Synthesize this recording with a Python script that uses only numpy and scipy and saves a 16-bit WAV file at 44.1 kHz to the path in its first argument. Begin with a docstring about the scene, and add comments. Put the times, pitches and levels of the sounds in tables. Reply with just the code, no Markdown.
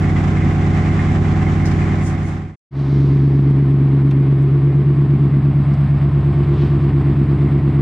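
"""A V8 with straight exhaust pipes idles outdoors, heard from close behind, in two scenes.
A fast, raspy idle in stereo fades out; after a short silence a slower, booming idle fades in, in mono.
Unequal cylinders make the drone lope once per engine cycle, and gas rasps through the ringing pipes.
Loose metal buzzes throughout and chinks at fast idle; a few faint ticks and hisses sit on top."""
import sys
import numpy as np
from scipy import signal
from scipy.fft import rfft, irfft, next_fast_len
from scipy.io import wavfile
from scipy.ndimage import uniform_filter1d

SR = 44100
rng = np.random.default_rng(int(sys.argv[2]) if len(sys.argv) > 2 else 0)


def dump(signal):
    """Clip the signal to [-1, 1] and save it as 16-bit WAV at the path in sys.argv[1]."""
    limited = np.clip(np.atleast_2d(signal).T, -1, 1)
    pcm = np.round(limited * 32767).astype(np.int16)
    wavfile.write(sys.argv[1], SR, pcm)


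N = 344421
TIME = np.arange(N) / SR
FAST_END_S, SLOW_START_S = 2.558, 2.708

# Engine speed. Each row: time in seconds, speed in rpm.
FAST_SPEED = [(0.0, 1153.0), (1.14, 1163.9), (2.55, 1164.1)]
SLOW_SPEED = [(2.7, 1035.1), (4.25, 1026.6), (4.95, 1046.9), (5.31, 1030.9), (5.76, 1044.0), (6.66, 1044.7),
              (7.09, 1027.9), (7.4, 1041.1), (7.81, 1036.0)]
# The eight exhaust pulses in firing order. Each row: strength in dB, lateness in ms.
FAST_PULSES = [(0, -.4), (0, -.9), (4, 0), (4, 1.1), (-7, 3.3), (4, 1.5), (3, -3.3), (-8, -1.3)]
EVEN_PULSES = [(3, -2.1), (-7, 3), (3, .1), (3, -1.8), (-1, -.5), (5, 1.6), (0, -.8), (-6, .5)]
LOPING_PULSES = [(8, .1), (6, .8), (6, 2), (-4, -2.5), (-6, 2.2), (-5, .4), (-10, -2.1), (5, -.8)]
# The fast exhaust note. Each row: order (multiple of the engine cycle rate), relative level in dB.
FAST_HARMONICS = [(6, -25.5), (7, -42), (8, -24), (9, -40), (10, -17), (11, -43), (12, -73), (14, -28.5),
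                  (15, -20.5), (16, -21.5), (17, -27.5), (18, -27.5), (19, -27.5), (20, -48.5), (21, -25.5),
                  (22, -60), (23, -33.5), (24, -30.5), (25, -39), (26, -30), (27, -35), (29, -41),
                  (30, -33.5), (31, -50.5), (33, -34), (34, -30), (35, -40), (37, -37), (38, -44),
                  (39, -43.5), (40, -61), (41, -34), (42, -54.5), (45, -60.5), (54, -55.5), (57, -43.5),
                  (62, -44.5), (70, -49.5), (71, -53), (76, -38), (78, -44), (82, -59.5)]
# The slow exhaust note. Each row: order, relative level in dB running evenly, the same loping.
SLOW_HARMONICS = [(6, -45.7, -42.1), (7, -40.8, -40.5), (8, -27.2, -25.7), (9, -45.6, -57.6),
                  (10, -39.5, -36.9), (11, -36.4, -29.3), (12, -42.6, -37.6), (13, -43.0, -35.6),
                  (14, -40.6, -55.6), (15, -32.7, -39.9), (16, -13.0, -15.5), (17, -28.0, -22.5),
                  (18, -36.7, -28.3), (19, -37.8, -43.3), (20, -44.3, -41.5), (21, -41.5, -40.5),
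                  (22, -35.8, -36.8), (23, -35.8, -31.7), (24, -31.3, -29.8), (25, -47.0, -41.3),
                  (26, -50.8, -41.0), (27, -39.4, -40.0), (28, -44.4, -48.9), (29, -42.6, -41.8),
                  (30, -32.6, -37.9), (31, -38.3, -39.0), (32, -29.3, -33.3), (33, -30.0, -36.9),
                  (34, -43.3, -48.4), (35, -43.9, -34.8), (36, -42.6, -51.3), (37, -40.0, -43.4),
                  (38, -39.3, -48.6), (39, -32.4, -32.5), (40, -37.4, -33.8), (41, -37.0, -43.3),
                  (42, -46.0, -53.8), (44, -51.9, -45.5), (45, -39.5, -41.3), (47, -45.1, -52.4),
                  (49, -43.2, -46.6), (50, -47.0, -47.2)]
# Burble from firings that are never quite alike. Each row: frequency in Hz, relative level in dB.
BURBLE_EQ = [(15, -5), (30, 0.5), (42, -6), (70, -9.5), (115, -7.5), (145, -2.5), (200, 8), (270, 7.5),
             (350, 3), (420, 2.5), (500, -8), (700, -55)]
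# Gas rushing out of the pipes. Each row: frequency in Hz, relative level in dB.
FAST_RASP_EQ = [(300, -35), (500, -7), (640, -4), (800, 1), (920, -9.5), (1100, -4.5), (1500, -7.5),
                (2000, -5), (2700, -14), (3400, -16.5), (4300, -23.5), (5200, -23.5), (7500, -26),
                (10000, -42.5), (13000, -66.5)]
SLOW_RASP_EQ = [(300, -35), (500, -3.5), (700, -1.3), (920, -5.5), (1200, -5.5), (2150, -11.5), (2800, -14),
                (3600, -18), (5000, -26), (6200, -41), (7300, -36), (8300, -34), (9800, -46.5),
                (13000, -72)]
# Ringing of the pipes. Each row: centre in Hz, width in Hz, boost or cut in dB.
FAST_PIPE_RINGS = [(738, 17, -2.5), (1060, 70, 5), (2250, 230, 1)]
SLOW_PIPE_RINGS = [(595, 15, 2.1), (750, 33, 1.8), (1062, 220, 4.7), (1820, 60, 4), (2210, 480, 2.6),
                   (8100, 660, 3.7)]
# Stereo image of the fast rasp. Each row: frequency in Hz, left-right likeness from 0 (wide) to 1 (mono).
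RASP_LIKENESS = [(60, 0.95), (110, 0.9), (190, 0.9), (330, 0.85), (580, 0.9), (1010, 0.55), (1780, 0.76),
                 (3140, 0.83)]
# Modes of the loose metal. Each row: frequency in Hz, relative level in dB, seconds to fall 60 dB.
METAL_MODES = [(1880, -13.5, 0.038), (2034, -4.5, 0.04), (2126, -3.5, 0.055), (2440, -15, 0.029)]
# Its clearest touches. Each row: start in seconds, relative peak in dB.
METAL_TOUCHES = [(0.1626, -22), (0.3701, -23), (0.419, -22), (0.9912, -18.5), (1.4671, -21), (1.6502, -23),
                 (1.8168, -20)]
# Sharp ticks. Each row: peak time in seconds, level in dB, decay in seconds, centre in Hz.
SHARP_TICKS = [(1.657, -39.5, .023, 5150), (1.715, -47.5, 0.013, 5000), (4.112, -35.5, .0045, 2580),
               (4.425, -60, .012, 8000), (5.738, -49.5, .005, 4500)]
# Soft hisses. Each row: peak time in seconds, level in dB, rise and fall in seconds, centre in Hz,
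# width in octaves.
HISS_SWELLS = [(2.07, -44, 0.032, 6640, 0.37), (2.28, -54.5, 0.049, 6500, .41),
               (2.95, -51.5, .4, 3760, .45), (6.62, -42.5, .09, 2350, 0.62)]
# Fader moves on the slow drone. Each row: time in seconds, then thud, bark and bray levels in dB.
REGISTER_FADERS = [(3.0, -24, -26, -28), (4.1, -28.5, -25, -29.5), (4.65, -27.5, -31, -27),
                   (5.3, -26.5, -26, -31), (5.85, -23.5, -31.5, -39), (6.15, -22, -32, -31),
                   (6.55, -21.5, -31.5, -25.5), (7.05, -22, -25.5, -28.5), (7.8, -23, -27, -28)]

# The drone's registers from the bottom up: thud, boom, bark, with the bray above them.
THUD_TOP_HZ, BOOM_TOP_HZ, BARK_TOP_HZ = 110, 220, 310
# The open pipes: main resonance, and the echo of sound running up and down them.
PIPE_HZ, ROUND_TRIP_S, RETURN_SHARE = 140, .0145, .28
SIDE = np.array([[1], [-1]])   # adds to the left, subtracts from the right


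def from_db(db):
    """Decibels to gain."""
    return 10 ** (np.asarray(db) / 20)


def unit_rms(x):
    """Scale to unit power."""
    return x / np.sqrt(np.mean(x ** 2) + 1e-20)


def ramp(start_s, length_s):
    """A straight fade from 0 at start_s to 1; a negative length runs it back in time."""
    return np.clip((TIME - start_s) / length_s, 0, 1)


def automation(rows):
    """Each column of a timed curve at every sample."""
    times, *columns = np.transpose(rows)
    return [np.interp(TIME, times, column) for column in columns]


def at_hz(points, hz):
    """Read a curve on a log-frequency axis."""
    freqs, values = np.transpose(points)
    return np.interp(np.log(hz), np.log(freqs), values)


def eq(x, gain_at):
    """Filter by a gain that is a function of frequency."""
    length = x.shape[-1]
    size = next_fast_len(length)
    hz = np.maximum(np.fft.rfftfreq(size, 1 / SR), 1)
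    return irfft(rfft(x, size) * gain_at(hz), size)[..., :length]


def drift(rate_hz):
    """A random wobble of unit power, mostly slower than rate_hz."""
    return unit_rms(eq(rng.standard_normal(N), lambda hz: 1 / (1 + (hz / rate_hz) ** 2)))


def looped(shape, cycles):
    """Repeat a shape once per engine cycle."""
    return np.interp(cycles % 1, np.linspace(0, 1, len(shape) + 1), np.append(shape, shape[0]))


def crank(speed, start_s, stumble_ms):
    """Engine cycles (two turns each) since start_s; the crank runs a little unevenly."""
    cycle_hz = automation(speed)[0] / 120
    cycles = np.cumsum(cycle_hz) / SR
    stumble = cycle_hz * stumble_ms * drift(25) / 1000
    return cycles - np.interp(start_s, TIME, cycles) + stumble


def exhaust_note(cycles, speed, firing, orders, order_db, size=4096):
    """Eight unequal pulses swing the pipe resonance, giving each order its phase; order_db sets levels."""
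    cycle_hz = np.mean(np.array(speed)[:, 1]) / 120
    strength_db, late_ms = np.transpose(firing)
    orders = np.round(orders).astype(int)
    place_in_cycle = np.arange(len(firing)) / len(firing) + late_ms * cycle_hz / 1000
    pulses = from_db(strength_db) @ np.exp(-2j * np.pi * np.outer(place_in_cycle, orders))
    tuning = orders * cycle_hz / PIPE_HZ
    swing = pulses / (1 + 2j * (tuning - 1 / tuning))
    spectrum = np.zeros(size // 2 + 1, complex)
    spectrum[orders] = from_db(order_db) * swing / abs(swing)
    return unit_rms(looped(irfft(spectrum), cycles))


def exhaust_drone(note, levels_db, crossovers_hz, burble_db, flutter_db):
    """The fluttering note plus burble, split into registers, each levelled and given its own fader."""
    burble = unit_rms(eq(rng.standard_normal(N), lambda hz: from_db(at_hz(BURBLE_EQ, hz))))
    rest = note * from_db(flutter_db * drift(30)) + from_db(burble_db) * burble
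    registers = []
    for top_hz in crossovers_hz:
        registers.append(eq(rest, lambda hz: 1 / (1 + (hz / top_hz) ** 20)))
        rest = rest - registers[-1]
    levelled = lambda x: x / np.sqrt(uniform_filter1d(x ** 2, size=20400) + 1e-12)
    return sum(from_db(db) * levelled(x) for db, x in zip(levels_db, registers + [rest]))


def gas_rasp(cycles, note, rasp_eq, rings, repeat, puff_db, flicker_db, size=512):
    """Two streams of gas noise puff with the note through the pipes; the first partly loops each cycle."""
    def pipe(hz):
        echo = RETURN_SHARE / (1 + (hz / 3000) ** 2) * np.exp(-2j * np.pi * hz * ROUND_TRIP_S)
        ring_db = sum(db / (1 + (2 * (hz - centre) / width) ** 2) for centre, width, db in rings)
        return from_db(at_hz(rasp_eq, hz) + ring_db) / (1 - echo)
    puffs = from_db(puff_db * note + flicker_db * drift(27))
    rush = rng.standard_normal((2, N))
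    # one cycle's own grain, brought to the same power per Hz as the rush
    grain = looped(rng.standard_normal(size), cycles) * np.sqrt(size * np.mean(np.diff(cycles)))
    rush[0] += repeat * grain
    return unit_rms(eq(rush * puffs, pipe))


def metal_buzz(level_db, waver_db):
    """The loose metal keeps buzzing in its modes, swelling and sinking a few times a second."""
    def modes(hz):
        return sum(from_db(db) / (1 + ((hz - centre) * t60 / 4) ** 2) for centre, db, t60 in METAL_MODES)
    shaking = rng.standard_normal(N) * from_db(waver_db * np.tanh(drift(7.4)))
    return from_db(level_db) * unit_rms(eq(shaking, modes))


def metal_chinks(trim_db, faint_per_s=12, faint_db=-29.5, attack_s=.0017):
    """A few clear touches among faint random ones; each strikes every mode with a strength of its own."""
    out, age = np.zeros(N), np.arange(SR // 10) / SR
    hz, mode_db, t60 = np.transpose(METAL_MODES)[..., None]
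    faint_times = TIME[(rng.random(N) < faint_per_s / SR) & (TIME < FAST_END_S)]
    touches = list(METAL_TOUCHES) + [(start_s, faint_db) for start_s in faint_times]
    for (start_s, peak_db), strike_db in zip(touches, rng.normal(0, 7.6, size=(128, len(hz), 1))):
        modes = from_db(mode_db + strike_db - 60 * age / t60) * np.sin(2 * np.pi * hz * age)
        ring = modes.sum(axis=0) * (1 - np.exp(-age / attack_s))
        out[round(start_s * SR):][:len(age)] += from_db(peak_db + trim_db) * ring / abs(ring).max()
    return out


def fast_idle(boom_db=-14.5, bark_db=-24.5, rasp_db=-32, fade_s=1):
    """First scene: a hard, raspy idle, wide in the treble and a little to the right."""
    cycles = crank(FAST_SPEED, start_s=0, stumble_ms=.06) - .097
    note = exhaust_note(cycles, FAST_SPEED, FAST_PULSES, *np.transpose(FAST_HARMONICS))
    drone = exhaust_drone(note, [boom_db, bark_db], [BOOM_TOP_HZ], burble_db=-15.5, flutter_db=.5)
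    mid, side = gas_rasp(cycles, note, FAST_RASP_EQ, FAST_PIPE_RINGS,
                         repeat=1.12, puff_db=.5, flicker_db=1.25)
    alike = lambda hz: at_hz(RASP_LIKENESS, hz)
    side = from_db(6) * eq(side, lambda hz: np.sqrt((1 - alike(hz)) / (1 + alike(hz))))
    rasp = from_db(rasp_db) * (unit_rms(mid) + side * SIDE)
    grit = rasp + metal_chinks(trim_db=-3) + metal_buzz(level_db=-45.5, waver_db=12.5)
    # the low end arrives out of step on the left and right
    low_end = eq(drone, lambda hz: 1 / (1 + (hz / 105) ** 4))
    spread = from_db(-12) * np.imag(signal.hilbert(low_end, next_fast_len(N)))[:N]
    fade_out = np.sin(np.pi / 2 * ramp(FAST_END_S, -fade_s)) ** .76
    return fade_out * (drone * from_db(-.55 * SIDE) + spread * SIDE + grit * from_db(-.9 * SIDE))


def noise_burst(peak_s, level_db, rise_s, fall_s, centre_hz, octaves, skirt):
    """A band of bright noise swells and dies away; wide in the first scene, mono in the second."""
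    falloff = np.maximum((peak_s - TIME) / rise_s, (TIME - peak_s) / fall_s)
    heard, out = falloff < 10, np.zeros((2, N))
    band = lambda hz: (1 + .5 * (np.log2(hz / centre_hz) / octaves) ** 2 / skirt) ** -skirt
    mid, side = eq(rng.standard_normal((2, N))[:, heard], band)
    in_first_scene = peak_s < FAST_END_S
    noise = unit_rms(mid) + in_first_scene * from_db(2.5) * unit_rms(side) * SIDE
    out[:, heard] = from_db(level_db) * noise * np.exp(-falloff[heard])
    return out if in_first_scene else out * ramp(SLOW_START_S, .074)


def ticks(rise_s=.0027):
    """Short, bright snaps of noise over the drone."""
    return sum(noise_burst(peak_s, db, rise_s, decay_s, hz, octaves=.28, skirt=1.1)
               for peak_s, db, decay_s, hz in SHARP_TICKS)


def hisses():
    """Soft breaths of noise that rise and fall at the same pace."""
    return sum(noise_burst(peak_s, db, swell_s, swell_s, hz, octaves, skirt=16)
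               for peak_s, db, swell_s, hz, octaves in HISS_SWELLS)


def slow_idle(boom_db=-12.5, rasp_db=-39, overtone_db=-27.5):
    """Second scene: twice the firing rate sits on the pipe resonance and booms, then a lope sets in."""
    lope = .88 * ramp(start_s=4.05, length_s=1.2)
    harden = ramp(start_s=4.96, length_s=1.4)   # lags the lope: thins the boom, lifts the rasp
    thud_db, bark_db, bray_db = automation(REGISTER_FADERS)
    cycles = crank(SLOW_SPEED, start_s=2.7, stumble_ms=.07) + .008
    orders, even_db, loping_db = np.transpose(SLOW_HARMONICS)
    even = exhaust_note(cycles, SLOW_SPEED, EVEN_PULSES, orders, even_db)
    loping = exhaust_note(cycles, SLOW_SPEED, LOPING_PULSES, orders, loping_db)
    # a clean overtone at five times the firing rate stands out when the bray outweighs the bark
    overtone = unit_rms(np.sin(2 * np.pi * 40 * cycles))
    overtone *= np.sqrt(lope) * from_db(overtone_db + bray_db - bark_db)
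    note = (1 - lope) * even + lope * loping + overtone
    levels_db = [thud_db, boom_db - 2 * harden, bark_db, bray_db]
    crossovers_hz = [THUD_TOP_HZ, BOOM_TOP_HZ, BARK_TOP_HZ]
    drone = exhaust_drone(note, levels_db, crossovers_hz, burble_db=-19, flutter_db=.3)
    drone *= from_db(-4.5 * ramp(2.95, -.068))   # held back at first, fully open by 2.95 s
    gas = gas_rasp(cycles, note, SLOW_RASP_EQ, SLOW_PIPE_RINGS,
                   repeat=1.36, puff_db=.33, flicker_db=.97)[0]
    rasp = from_db(rasp_db + 2.34 * harden) * unit_rms(gas)
    fade_in = ramp(SLOW_START_S, .094)
    return fade_in * (drone + rasp + metal_buzz(level_db=-56.5, waver_db=7.5))


def scene():
    """The two idles in turn, with ticks and hisses on top."""
    return fast_idle() + slow_idle() + ticks() + hisses()


def record(dry):
    """A steep high cut, 70 dB down from 15 kHz."""
    return signal.sosfilt(signal.cheby2(12, 70, 15000, fs=SR, output="sos"), dry)


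dry = scene()
out = record(dry)
dump(out)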